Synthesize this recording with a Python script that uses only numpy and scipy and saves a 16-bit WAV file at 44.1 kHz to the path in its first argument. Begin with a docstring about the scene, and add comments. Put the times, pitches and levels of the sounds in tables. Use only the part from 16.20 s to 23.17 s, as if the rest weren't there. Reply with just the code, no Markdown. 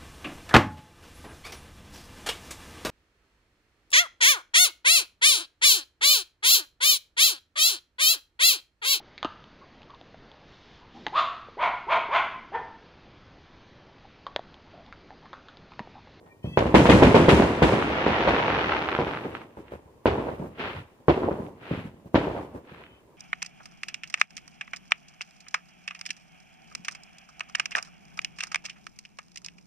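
"""Fireworks over a night street

Each bang is an N-shaped pressure pulse, returned by ground and walls, then by a dying swarm of echoes.
Stars crackle as dense swarms of tiny pulses over a far rumble of wide ones; bright sparks sizzle.
Wavering sine partials make a hinge squeak faintly; shaped noise is the night air and hiss.
A pair of microphones hears it through a noise gate and a soft overload."""
import sys
import numpy as np
from scipy import signal
from scipy.fft import rfft, irfft
from scipy.io import wavfile
from scipy.ndimage import uniform_filter1d, minimum_filter1d

SR = 44100
rng = np.random.default_rng(int(sys.argv[2]) if len(sys.argv) > 2 else 0)


def store_pcm(level_fs):
    """Save levels as 16-bit WAV."""
    pcm = np.round(np.clip(level_fs, -1, 1) * 32767).astype(np.int16)
    wavfile.write(sys.argv[1], SR, np.atleast_2d(pcm).T)


def volts_from_db(level):
    """Convert decibel levels to linear amplitude ratios."""
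    exponent = np.asarray(level, float) / 20
    return 10 ** exponent


N = 307377


def in_time(rows):
    """Columns interpolated over time; the first column is in seconds."""
    s, *columns = np.transpose(rows)
    return [np.interp(np.arange(N) / SR, s, c) for c in columns]


def rms_one(x):
    """Scale to unit rms."""
    return x / np.sqrt(np.mean(x ** 2) + 1e-20)


def cut(x, hz, kind, order=2):
    """Butterworth filter along time."""
    return signal.sosfilt(signal.butter(order, hz, kind, fs=SR, output="sos"), x + 1e-18)


def wander(below_hz):
    """Slow random curve, rms 1."""
    return rms_one(cut(rng.standard_normal(N), below_hz, "low"))


def coloured(x, points):
    """Shape by a spectrum, minimum phase so that nothing sounds early."""
    hz, db = np.transpose(points)
    grid_hz = np.maximum(np.arange(2049) * SR / 4096, 1)
    cepstrum = irfft(np.log(volts_from_db(np.interp(np.log(grid_hz), np.log(hz), db))))
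    cepstrum[1:2048] *= 2
    cepstrum[2049:] = 0
    response = irfft(np.exp(rfft(cepstrum)))
    return signal.fftconvolve(x, response[None], axes=1)[:, :x.shape[1]]


def n_wave(width_ms, damping=.5, rounding=1.0):
    """A jump, a fall into suction and a small rebound, rounded by the air; height 1, and index of its top."""
    width_ms = max(width_ms, .08)
    t = np.arange(900) / SR * 1000 / width_ms   # in widths
    shape = np.cos(1.284 * t) * np.exp(-damping * t)
    pulse = cut(shape, min(1000 * rounding / width_ms, 9000), "low", order=3)
    return pulse / pulse.max(), int(np.argmax(pulse))


PORT_LAG_MS, PORT_SHADE_DB = .3, 0.2


def arrivals(size, per_s, spread_db, lean_ms=0.):
    """Random arrivals from all sides: each reaches one port a little earlier and louder; rms 1."""
    draw = rng.random((4, size))
    at = np.flatnonzero(draw[0] < per_s / SR)
    polarity = np.where(draw[2, at] < .5, 1, -1)
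    height = volts_from_db(spread_db * np.minimum(-np.log(draw[1, at] + 1e-9), 4)) * polarity
    side = 2 * draw[3, at] - 1
    half_lag = np.round((side * PORT_LAG_MS + lean_ms) * SR / 2000).astype(int)
    out = np.zeros((2, size))
    for ch, sign in enumerate((1, -1)):
        port_at = np.clip(at + sign * half_lag, 0, size - 1)
        np.add.at(out[ch], port_at, height * volts_from_db(-sign * PORT_SHADE_DB * side))
    return rms_one(out)


# what the street gives back of an echo: freq_hz, gain_db
STREET_RESPONSE = [(40, -2), (90, -1), (170, 1.5), (300, 0), (560, 1), (760, -2), (1000, 2), (1220, -0.5),
                   (1400, -1), (2500, -1), (5000, -11)]


def street(x):
    """Echoes take the colour of the street's surfaces."""
    return coloured(x, STREET_RESPONSE)


SALVO_START_S, SALVO_END_S = .5, 1.3   # a quick run of shells close to the house fronts
FAR_AFTER_S = 1.6   # later shells burst farther off


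def in_salvo(s):
    """True for shells of the quick run."""
    return SALVO_START_S < s < SALVO_END_S


LOUD_DB, BIG_MS = -6, .52   # only bangs both louder and wider get these returns
DELAY_SPREAD = .05   # fraction of delay


def returns(after_salvo, after_single, spread_db):
    """Rows (time_s, level_db, ..) thrown back after each loud big bang, with random delay and level."""
    rows = []
    for (s, db, width_ms, *_), chance in zip(BANGS, rng.normal(0, 1, (len(BANGS), 8, 2))):
        if db > LOUD_DB and width_ms > BIG_MS:
            surfaces = after_salvo if in_salvo(s) else after_single
            for (delay_s, rel_db, *rest), (late, loud) in zip(surfaces, chance):
                time_s = s + delay_s * (1 + DELAY_SPREAD * late)
                rows.append((time_s, db + rel_db + spread_db * loud, *rest))
    return rows


def after_bangs(levels_db, rise_s, t60_s):
    """Power that swells and dies after each row of BANGS, summed."""
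    t = np.maximum(np.arange(0, N + 64, 64) / SR - np.array(BANGS)[:, :1], 0)
    swell = 1 - np.exp(-(t / rise_s) ** 2)
    power = volts_from_db(levels_db)[:, None] ** 2 * swell * volts_from_db(-60 * t / t60_s) ** 2
    return np.interp(np.arange(N) / 64, np.arange(t.shape[1]), power.sum(axis=0))


# crackling stars of single shells: full_strength_s, level_db, hold_s
SINGLE_STARS = [(3.474, -54.5, 0.019), (4.403, -36.5, 0.079), (5.429, -45, 0.048), (5.476, -44, 0.099),
                (6.489, -48, 0.12), (6.636, -56, 0.074)]
STAR_RISE_DB_PER_S, STAR_FALL_DB_PER_S = 326, 119


def stars_db():
    """Rise, hold and fall of the crackle for each single shell."""
    db, t = np.full(N, -120.), np.arange(N) / SR
    for s, level_db, hold_s in SINGLE_STARS:
        rise_db = STAR_RISE_DB_PER_S * (s - t).clip(0)
        fall_db = STAR_FALL_DB_PER_S * (t - s - hold_s).clip(0)
        db = np.maximum(db, level_db - rise_db - fall_db)
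    return db


# night air and microphone hiss: freq_hz, relative_density_db
NIGHT_SPECTRUM = [(30, -7.5), (100, -0.5), (400, -3), (1000, -29), (1600, -18.5), (4000, -25.5),
                  (8000, -27), (12000, -28.5), (15500, -39.5)]
NIGHT_DB = -57
WHINE_HZ, WHINE_DB = 14760, -77.5


def night():
    """Steady night air and hiss, alike in both ports only in the bass, with a thin electronic whine."""
    mid, side = rng.standard_normal((2, N))
    side = cut(side, 340, "high", order=1) + .15 * side
    air = rms_one(coloured(np.array([mid + side, mid - side]), NIGHT_SPECTRUM))
    whine = rms_one(cut(rng.standard_normal((2, N)), [WHINE_HZ - 40, WHINE_HZ + 40], "band"))
    return volts_from_db(NIGHT_DB) * air + volts_from_db(WHINE_DB) * whine


RUMBLE_DB, RUMBLE_SALVO_DB = -27, -21.5   # relative to each row of BANGS
RUMBLE_RISE_S, RUMBLE_T60_S = 0.044, 0.64
RUMBLE_FLOOR_DB, FLOOR_WANDER_DB = -56, 2
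RUMBLE_UNDER_CRACKLE_DB, RUMBLE_UNDER_STARS_DB = 1.5, -4
RUMBLE_BASS_DB = -8
RUMBLE_BRIGHT_DB, RUMBLE_BRIGHT_HZ = -10, (900, 1170)   # the street rings in a narrow upper band


def rumble():
    """Far echoes: a dense roll of wide, dull pulses; those of the bangs add a deep and a ringing band."""
    levels_db = np.array([db + (RUMBLE_SALVO_DB if in_salvo(s) else RUMBLE_DB) for s, db, *_ in BANGS])
    floor = volts_from_db(RUMBLE_FLOOR_DB + FLOOR_WANDER_DB * wander(16)) ** 2
    boom_power = after_bangs(levels_db, RUMBLE_RISE_S, RUMBLE_T60_S) + floor
    star_power = volts_from_db(in_time(CRACKLE_SWARM)[0] + RUMBLE_UNDER_CRACKLE_DB) ** 2
    star_power = star_power + volts_from_db(stars_db() + RUMBLE_UNDER_STARS_DB) ** 2

    pulse = n_wave(0.54, damping=0.44, rounding=0.55)[0]
    roll = signal.fftconvolve(arrivals(N, 700, 2.5), pulse[None], axes=1)[:, :N]
    deep = cut(arrivals(N, 270, 7.0), [55, 135], "band")
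    bright = cut(arrivals(N, 610, 2.2), RUMBLE_BRIGHT_HZ, "band", order=3)
    lumps = volts_from_db(0.91 * wander(11.5))
    bright_lumps = volts_from_db(RUMBLE_BRIGHT_DB + 2.5 * wander(25))

    out = bright_lumps * np.sqrt(boom_power) * rms_one(bright)
    out = out + lumps * np.sqrt(boom_power + star_power) * rms_one(roll)
    return out + volts_from_db(RUMBLE_BASS_DB) * np.sqrt(boom_power) * lumps * rms_one(deep)


# bangs, near and far, and some of their strongest slap-back echoes:
# peak_s, level_db, pulse_width_ms, relative_swarm_db, relative_scatter_db
BANGS = [(0.024, -45, 0.45, 5.5, -26), (0.06, -42, 0.27, 6, -24.5), (0.2448, -20, 1.45, -6.5, -33),
         (0.3738, 0.5, 0.44, -5.5, -22.5), (0.457, -10.5, 0.78, -7, -22.5), (0.543, 4.5, 0.65, -4.5, -15),
         (0.6564, 0, 0.42, -8, -17.5), (0.6919, 2, 0.7, -2.5, -12), (0.8229, 2.5, 0.76, -4, -17),
         (0.9451, 2, 0.55, -4, -16), (1.0841, 3, 0.66, -3.5, -13.5), (1.199, -4.5, 0.4, -12.5, -30),
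         (1.2229, -3.5, 0.35, -6.5, -26), (1.4215, -0.5, 0.71, -3.5, -13.5), (1.4917, -8, 0.36, -7.5, -32),
         (1.523, -9, 0.6, -1, -17), (1.8654, -4, 0.57, -7.5, -21), (2.076, -3.5, 0.38, -2, -17),
         (2.789, -8, 0.51, -4, -22), (2.8687, -15.5, 0.54, -15, -17), (3.372, -25.5, 0.58, -7, -42),
         (3.5206, -30, 0.51, 2.5, -38), (3.8572, -1.5, 0.522, -5, -21), (4.1993, -25.5, 1.35, -5.5, -60),
         (4.5506, -30.5, 0.3, 1.5, -9.5), (4.8828, -2, 0.58, -3.5, -21), (5.511, -20, 1.09, -1.5, -19),
         (5.8473, -39.5, 0.97, 2.5, -34.5), (5.945, -3, 0.72, -8, -18.5), (5.957, -5.5, 0.45, -6, -40),
         (6.348, -27.5, 0.84, -3.5, -53), (6.519, -34.5, 1.3, -10, -26.5)]
# distinct slaps off far houses after single shots: same columns
FAR_SLAPS = [(1.59, -21, 0.53, -8, -32), (3.047, -29, 0.68, 6, -40), (3.983, -19.5, 0.57, -2, -23),
             (4.052, -23.5, 0.7, -4.5, -22), (4.085, -21.5, 0.47, 0, -32), (4.219, -32, 0.84, 5.5, -52),
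             (5.034, -14, 0.64, -3, -35), (5.111, -20.5, 0.62, -1.5, -33), (5.191, -27.5, 1, -2, -41),
             (6.07, -22, 0.46, 0, -31), (6.115, -25, 0.63, -12, -35), (6.165, -21.5, 0.45, -3.5, -31),
             (6.378, -34.5, 0.47, -3, -45)]
# house slaps after salvo shells: delay_s, relative_level_db, then the last three columns above
SALVO_SLAPS = [(.05, -14, 0.93, -3, -17)]
# returns from ground and near walls: delay_ms, relative_level_db, narrowing (fraction of pulse width)
NEAR_ECHOES = [(2.052, -2.5, 0.27), (4.95, -15, -.4), (12.75, -6.5, 0.01), (17.47, -10, 0.7),
               (21.8, -13, 0.5), (28, -17, .3)]
# loud bangs come from the launch side, faint ones from across the street: level_db, left_lag_ms
BEARING = [(-19.5, -0.22), (-16, -0.16), (-1, 0.12)]
CRACK_DB = -21
FAR_AIR_HZ = 4500   # the air dulls far blasts
LEAD = 20   # samples kept free ahead of the pulse


def bangs():
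    """Direct pulse, near returns, a two-slope echo swarm and a treble scatter from leaves and edges."""
    size = SR // 2
    out, echoes = np.zeros((2, 2, N + 2 * size))
    t = np.arange(size) / SR
    swarm_shape = (1 - np.exp(-t / 0.003)) * (volts_from_db(-60 * t / 0.14) + volts_from_db(-13.5 - 60 * t / 1.42))
    scatter_shape = (1 - np.exp(-(t / 0.0078) ** 2)) * (volts_from_db(-60 * t / 0.14) + volts_from_db(-11.5 - 60 * t / 0.88))
    fade = np.clip((size - np.arange(size)) / 4000, 0, 1)
    for peak_s, db, width_ms, swarm_db, scatter_db in BANGS + FAR_SLAPS + returns(SALVO_SLAPS, [], 0.56):
        lag_ms = np.interp(db, *np.transpose(BEARING))
        pulse, top = n_wave(width_ms)
        swarm = volts_from_db(swarm_db - 20.0) * swarm_shape * arrivals(size, 500, 2.4, lean_ms=1.26 * lag_ms)

        paths = np.zeros((2, size))
        half_lag = round(lag_ms * SR / 2000)
        paths[0, LEAD + half_lag] = 1
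        paths[1, LEAD - half_lag] = 1
        front, front_top = n_wave(width_ms / 3)
        crack = np.roll(front, top - front_top)   # the steep shock front
        sound = signal.fftconvolve(paths, (pulse + volts_from_db(CRACK_DB) * crack)[None], axes=1)[:, :size]

        chances = rng.normal(0, 1, (len(NEAR_ECHOES), 3))
        for (delay_ms, echo_db, narrowing), (late, loud, side) in zip(NEAR_ECHOES, chances):
            echo = n_wave(width_ms * (1 - narrowing))[0]
            echo = volts_from_db(0.72 * swarm_db - 1.0 + echo_db + 0.39 * loud) * echo
            for ch, sign in enumerate((1, -1)):
                port_ms = delay_ms * (1 + .03 * late) + sign * (lag_ms / 2 + .05 * side)
                i = LEAD + round(port_ms * SR / 1000)
                sound[ch, i:i + len(echo)] += echo
        if peak_s > FAR_AFTER_S:
            sound = cut(sound, FAR_AIR_HZ, "low", order=3)

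        scatter = cut(cut(arrivals(size, 6000, 3.4), 1100, "high"), 2610, "low", order=4)
        sound += volts_from_db(scatter_db) * scatter_shape * rms_one(scatter)
        i = max(round(peak_s * SR) - top - LEAD, 0)
        out[:, i:i + size] += volts_from_db(db) * sound * fade
        swarm = signal.fftconvolve(swarm, pulse[None], axes=1)[:, :size]
        echoes[:, i:i + size] += volts_from_db(db) * swarm * fade
    return (out + street(echoes))[:, :N]


SIZZLE_DB, SIZZLE_PER_TREBLE_DB, FAR_SIZZLE_DB = -20.5, 1.29, -7
SIZZLE_RISE_S, SIZZLE_T60_S = 0.0054, 0.89


def sizzle():
    """Sparks of bright shells: very dense, tiny bright ticks, fainter for far shells."""
    peak_s, level_db, _, _, scatter_db = np.transpose(BANGS)
    levels_db = SIZZLE_DB + SIZZLE_PER_TREBLE_DB * (level_db + scatter_db)
    levels_db = levels_db + FAR_SIZZLE_DB * (peak_s > FAR_AFTER_S)
    power = after_bangs(levels_db, SIZZLE_RISE_S, SIZZLE_T60_S)
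    ticks = cut(cut(arrivals(N, 8200, 2.4), [3500, 13500], "band"), 4400, "low", order=1)
    return np.sqrt(power) * rms_one(ticks)


def squeak(rows, partials):
    """Stick-slip tone: a few upper partials, wavering in strength, off to one side."""
    hz, db, tilt_db = in_time(rows)
    on = (np.arange(N) > rows[0][0] * SR) & (np.arange(N) < rows[-1][0] * SR)
    phase = 2 * np.pi * np.cumsum(hz * (1 + .004 * wander(60))) / SR
    tone = 0
    for k, partial_db in partials:
        waver_db = 4.0 * wander(25)
        tone = tone + volts_from_db(partial_db + tilt_db * (k - 4) + waver_db) * np.sin(k * phase)
    tone = volts_from_db(db) * on * tone
    return np.array([tone, volts_from_db(-2.0) * np.roll(tone, 6)])   # right: fainter, 6 samples later


# hinge squeaks: time_s, pitch_hz, level_db, tilt_db_per_partial
LOW_SQUEAK = [(.03, 462, -63, -12), (.07, 467, -54, -12), (.1, 468, -47, -6), (.13, 462, -52, 3),
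              (.155, 462, -58, -2), (.19, 467, -60, -4), (.26, 466, -59, -8)]
HIGH_SQUEAK = [(.228, 612, -62, 0), (.25, 626, -55, 0), (.275, 648, -52, -1), (.295, 654, -53, -1),
               (.325, 659, -47, -3), (.36, 661, -48, -4), (.39, 661, -55, -2)]
LATE_SQUEAK = [(6.62, 513, -70, 0), (6.66, 513, -56, 0), (6.78, 514, -57, 0), (6.81, 512, -70, 0)]
# their partials: pitch_multiple, relative_level_db
LOW_PARTIALS = [(4, 0), (5.1, 0)]
HIGH_PARTIALS = [(3, -12), (4, 3), (5, 4), (7, -11), (9, -12)]
LATE_PARTIALS = [(5, 0), (6, 4)]


def hinge():
    """Three stick-slip squeaks, each with its own partials."""
    early = squeak(LOW_SQUEAK, LOW_PARTIALS) + squeak(HIGH_SQUEAK, HIGH_PARTIALS)
    return early + squeak(LATE_SQUEAK, LATE_PARTIALS)


# crackling stars of the salvo: time_s, relative_level_db, density_per_s (twice the rate of distinct pops)
CRACKLE_SWARM = [(.52, -97, 2200), (.6, -50.5, 2900), (.8, -32, 1350), (1.35, -39.5, 3600),
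                 (1.65, -35.5, 2270), (2.0, -31, 2000), (2.5, -33.5, 1280), (2.7, -38, 500),
                 (2.9, -41, 520), (3.1, -52, 1740), (3.2, -48.5, 3700), (3.28, -59, 1700),
                 (3.65, -72, 3600)]
# lone pops of crackling stars: time_s, level_db, left_over_right_db
LONE_POPS = [(1.624, -8.5, -1), (1.931, -9, 2), (2.147, -9, -0.5), (2.163, -10, 0), (2.191, -19, 4),
             (2.206, -23, -3), (2.281, -18, -2), (2.302, -7, 0), (2.334, -22, -2), (2.347, -10, -2),
             (2.357, -16, 4), (2.366, -10, -3), (2.392, -11, 0), (2.41, -13, 0), (2.437, -19, 0),
             (2.445, -13, -2), (2.471, -15, 0), (2.494, -18, 0), (2.519, -6, 0.5), (2.522, -7.5, 0),
             (2.535, -12, 4), (2.565, -12, -2), (2.594, -20, 0), (2.614, -16, -7), (2.64, -33, -3),
             (2.687, -6.5, -3), (2.727, -9.5, -0.5), (2.734, -23, -2), (2.749, -6.5, -3), (2.764, -12, -4),
             (2.872, -25, -5), (2.886, -28, 0), (2.911, -22, 2), (2.935, -14, -3), (2.949, -17, 2),
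             (2.972, -13.5, -3), (2.987, -28, 0), (3.054, -25, -5), (3.15, -14, -5), (3.068, -31, 4),
             (3.168, -26, 6), (3.215, -25, -3), (3.481, -26.5, -4), (5.264, -35, -6), (6.498, -41, 1),
             (6.623, -34, -5), (6.637, -22.5, -6), (6.664, -27, -4)]
POP_FRONT_S, POP_AIR_HZ = .001, 3700   # the air dulls pops
STAR_ABOVE_HZ, STAR_BODY_DB = 920, 4.5   # stars of single shells are thinner
THIN_POP_ABOVE_HZ, THIN_POP_DB = 1770, 5   # pops from the first single stars on
SPARKS_DB = -21.5   # fine hiss, relative to the salvo crackle


def crackle():
    """Stars pop as tiny blasts in a dense random swarm; lone pops echo briefly."""
    db, density_per_s = in_time(CRACKLE_SWARM)
    small = arrivals(N, density_per_s / 2, 1.96) * np.sqrt(2000 / density_per_s.clip(50))
    small += volts_from_db(-6.0) * arrivals(N, 8000, 2.3)   # blur of their echoes
    fizz = rms_one(cut(cut(small, [600, 3000], "band", order=1), 2780, "low", order=4))
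    thin = cut(fizz, STAR_ABOVE_HZ, "high", order=3) + volts_from_db(STAR_BODY_DB) * fizz
    swarm = volts_from_db(db + 7.5) * fizz
    swarm = swarm + volts_from_db(stars_db() + 4.5 + 0.98 * wander(40)) * rms_one(thin)

    clicks = np.zeros((2, N))
    for s, level_db, pan_db in LONE_POPS:
        i = round((s + POP_FRONT_S) * SR)
        clicks[:, i + 4] = volts_from_db(level_db + pan_db / 2), 0   # left, 4 samples later
        clicks[:, i] = 0, volts_from_db(level_db - pan_db / 2)
    late = round(SINGLE_STARS[0][0] * SR) - SR // 20
    clicks[:, late:] = volts_from_db(THIN_POP_DB) * cut(clicks[:, late:], THIN_POP_ABOVE_HZ, "high", order=4)
    t = np.arange(SR // 10) / SR
    pop_echo = volts_from_db(-29 - 60 * t / 0.06) * arrivals(len(t), 2500, 3)
    pop_echo[:, 0] = 1
    pulse = n_wave(.155, damping=.33, rounding=.6)[0]
    lone = signal.fftconvolve(signal.fftconvolve(clicks, pop_echo, axes=1), pulse[None], axes=1)

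    sparks = rms_one(cut(arrivals(N, 10000, 1.5), [3600, 6200], "band", order=4))
    return swarm + volts_from_db(db + SPARKS_DB) * sparks + cut(lone[:, :N], POP_AIR_HZ, "low", order=5)


# echo clusters off house fronts: delay_s, relative_level_db, centre_hz, length_ms
SALVO_ROLLS = [(.021, -6.5, 266, 30), (.045, -3, 240.4, 22), (.075, -12, 330, 40), (.105, -8.5, 320, 22)]
SINGLE_ROLLS = [(.06, -29.5, 620, 33), (0.109, -61, 89, 39), (.12, -33, 736, 29), (.19, -13, 617, 28),
                (.26, -26.5, 800, 25), (.33, -39.5, 597, 29.46)]
ROLL_SPREAD_DB = 4.5
# dull far thuds and knocks: start_s, relative_level_db, centre_hz, length_ms
THUDS = [(3.368, -17.5, 724, 9.5), (3.385, -26.5, 330, 29), (3.517, -19.5, 400, 13),
         (3.547, -32.5, 110, 40), (4.538, -21.5, 119, 55), (4.587, -27, 151, 42), (5.539, -23, 128, 47),
         (5.599, -25.5, 167, 40), (5.64, -29, 257, 36), (5.688, -34.5, 142, 44), (6.717, -38, 101.5, 40),
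         (6.83, -52.5, 900, 40), (6.94, -43, 410, 35)]


def rolls():
    """Each cluster or thud is a brief swarm of returns, ringing broadly around its centre."""
    out, t_ms = np.zeros((2, N + 6000)), np.arange(6000) / SR * 1000
    for s, db, hz, length_ms in returns(SALVO_ROLLS, SINGLE_ROLLS, ROLL_SPREAD_DB) + THUDS:
        swell = t_ms / (0.44 * length_ms) * np.exp(1 - t_ms / (0.28 * length_ms))
        cluster = cut(arrivals(len(t_ms), 1500, 5.3), [hz / 1.74, hz * 1.23], "band")
        cluster = rms_one(cut(cluster, 1600, "low", order=4))
        i = round(s * SR)
        out[:, i:i + len(t_ms)] += volts_from_db(db - 13.5) * swell * cluster
    return out[:, :N]


def scene():
    """All sources but the night floor, at the microphone pair."""
    return bangs() + street(rolls() + rumble()) + crackle() + sizzle() + hinge()


# left port over right: freq_hz, gain_db
PORT_BALANCE = [(60, 1), (110, 0), (200, -0.5), (380, 1), (700, -3), (1290, 1.5), (2380, -1), (4400, 5),
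                (8120, 1), (15000, -7)]
# microphone colour: freq_hz, gain_db
MIC_RESPONSE = [(20, -32.5), (36, -15.5), (58, 8.5), (90, 6), (135, 4.5), (190, 1.5), (300, 1.5),
                (420, -0.5), (600, 0), (850, 1.5), (1150, -2), (1330, -2.5), (2000, -4), (3100, -2),
                (4200, -1), (6500, -1), (11500, -6.5), (13500, -18), (16000, -20.5)]


def microphones(dry):
    """Colour of the pair; the ports differ in response by half the balance each way."""
    ports = []
    for ch, sign in enumerate((1, -1)):
        balance = [(hz, sign * db / 2) for hz, db in PORT_BALANCE]
        ports.append(coloured(dry[[ch]], balance)[0])
    return coloured(np.array(ports), MIC_RESPONSE)


GATE_BASS_SHARE = 0.68   # of the treble's cut in dB


def noise_gate(x, open_db=-43, depth_db=-8, hold_s=0.0165, above_hz=1250):
    """Quiet passages sink, treble the most: the gate opens on level, holds, then shuts."""
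    power = uniform_filter1d(np.mean(x ** 2, axis=0), size=900)
    share = np.clip((10 * np.log10(power + 1e-12) - open_db) / 6, 0, 1)
    half_hold = int(hold_s * SR / 2)
    share = -minimum_filter1d(-share, size=2 * half_hold + 1, origin=half_hold)
    shut_db = depth_db * (1 - uniform_filter1d(share, size=600))
    low = signal.sosfiltfilt(signal.butter(4, above_hz, fs=SR, output="sos"), x)
    return low * volts_from_db(GATE_BASS_SHARE * shut_db) + (x - low) * volts_from_db(shut_db)


def overload(x):
    """Rounded saturation towards a ceiling of 0.82."""
    return x / (1 + np.abs(x / .82) ** 4) ** (1 / 4)


def roll_off(x):
    """The treble ends steeply here."""
    return signal.sosfilt(signal.butter(12, 15630, fs=SR, output="sos"), x)


def record(dry):
    """Microphone colour, night floor, gate and rounded overload."""
    gated = noise_gate(microphones(dry) + night())
    mix = overload(gated)
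    return roll_off(mix)


dry = scene()
out = record(dry)
store_pcm(out)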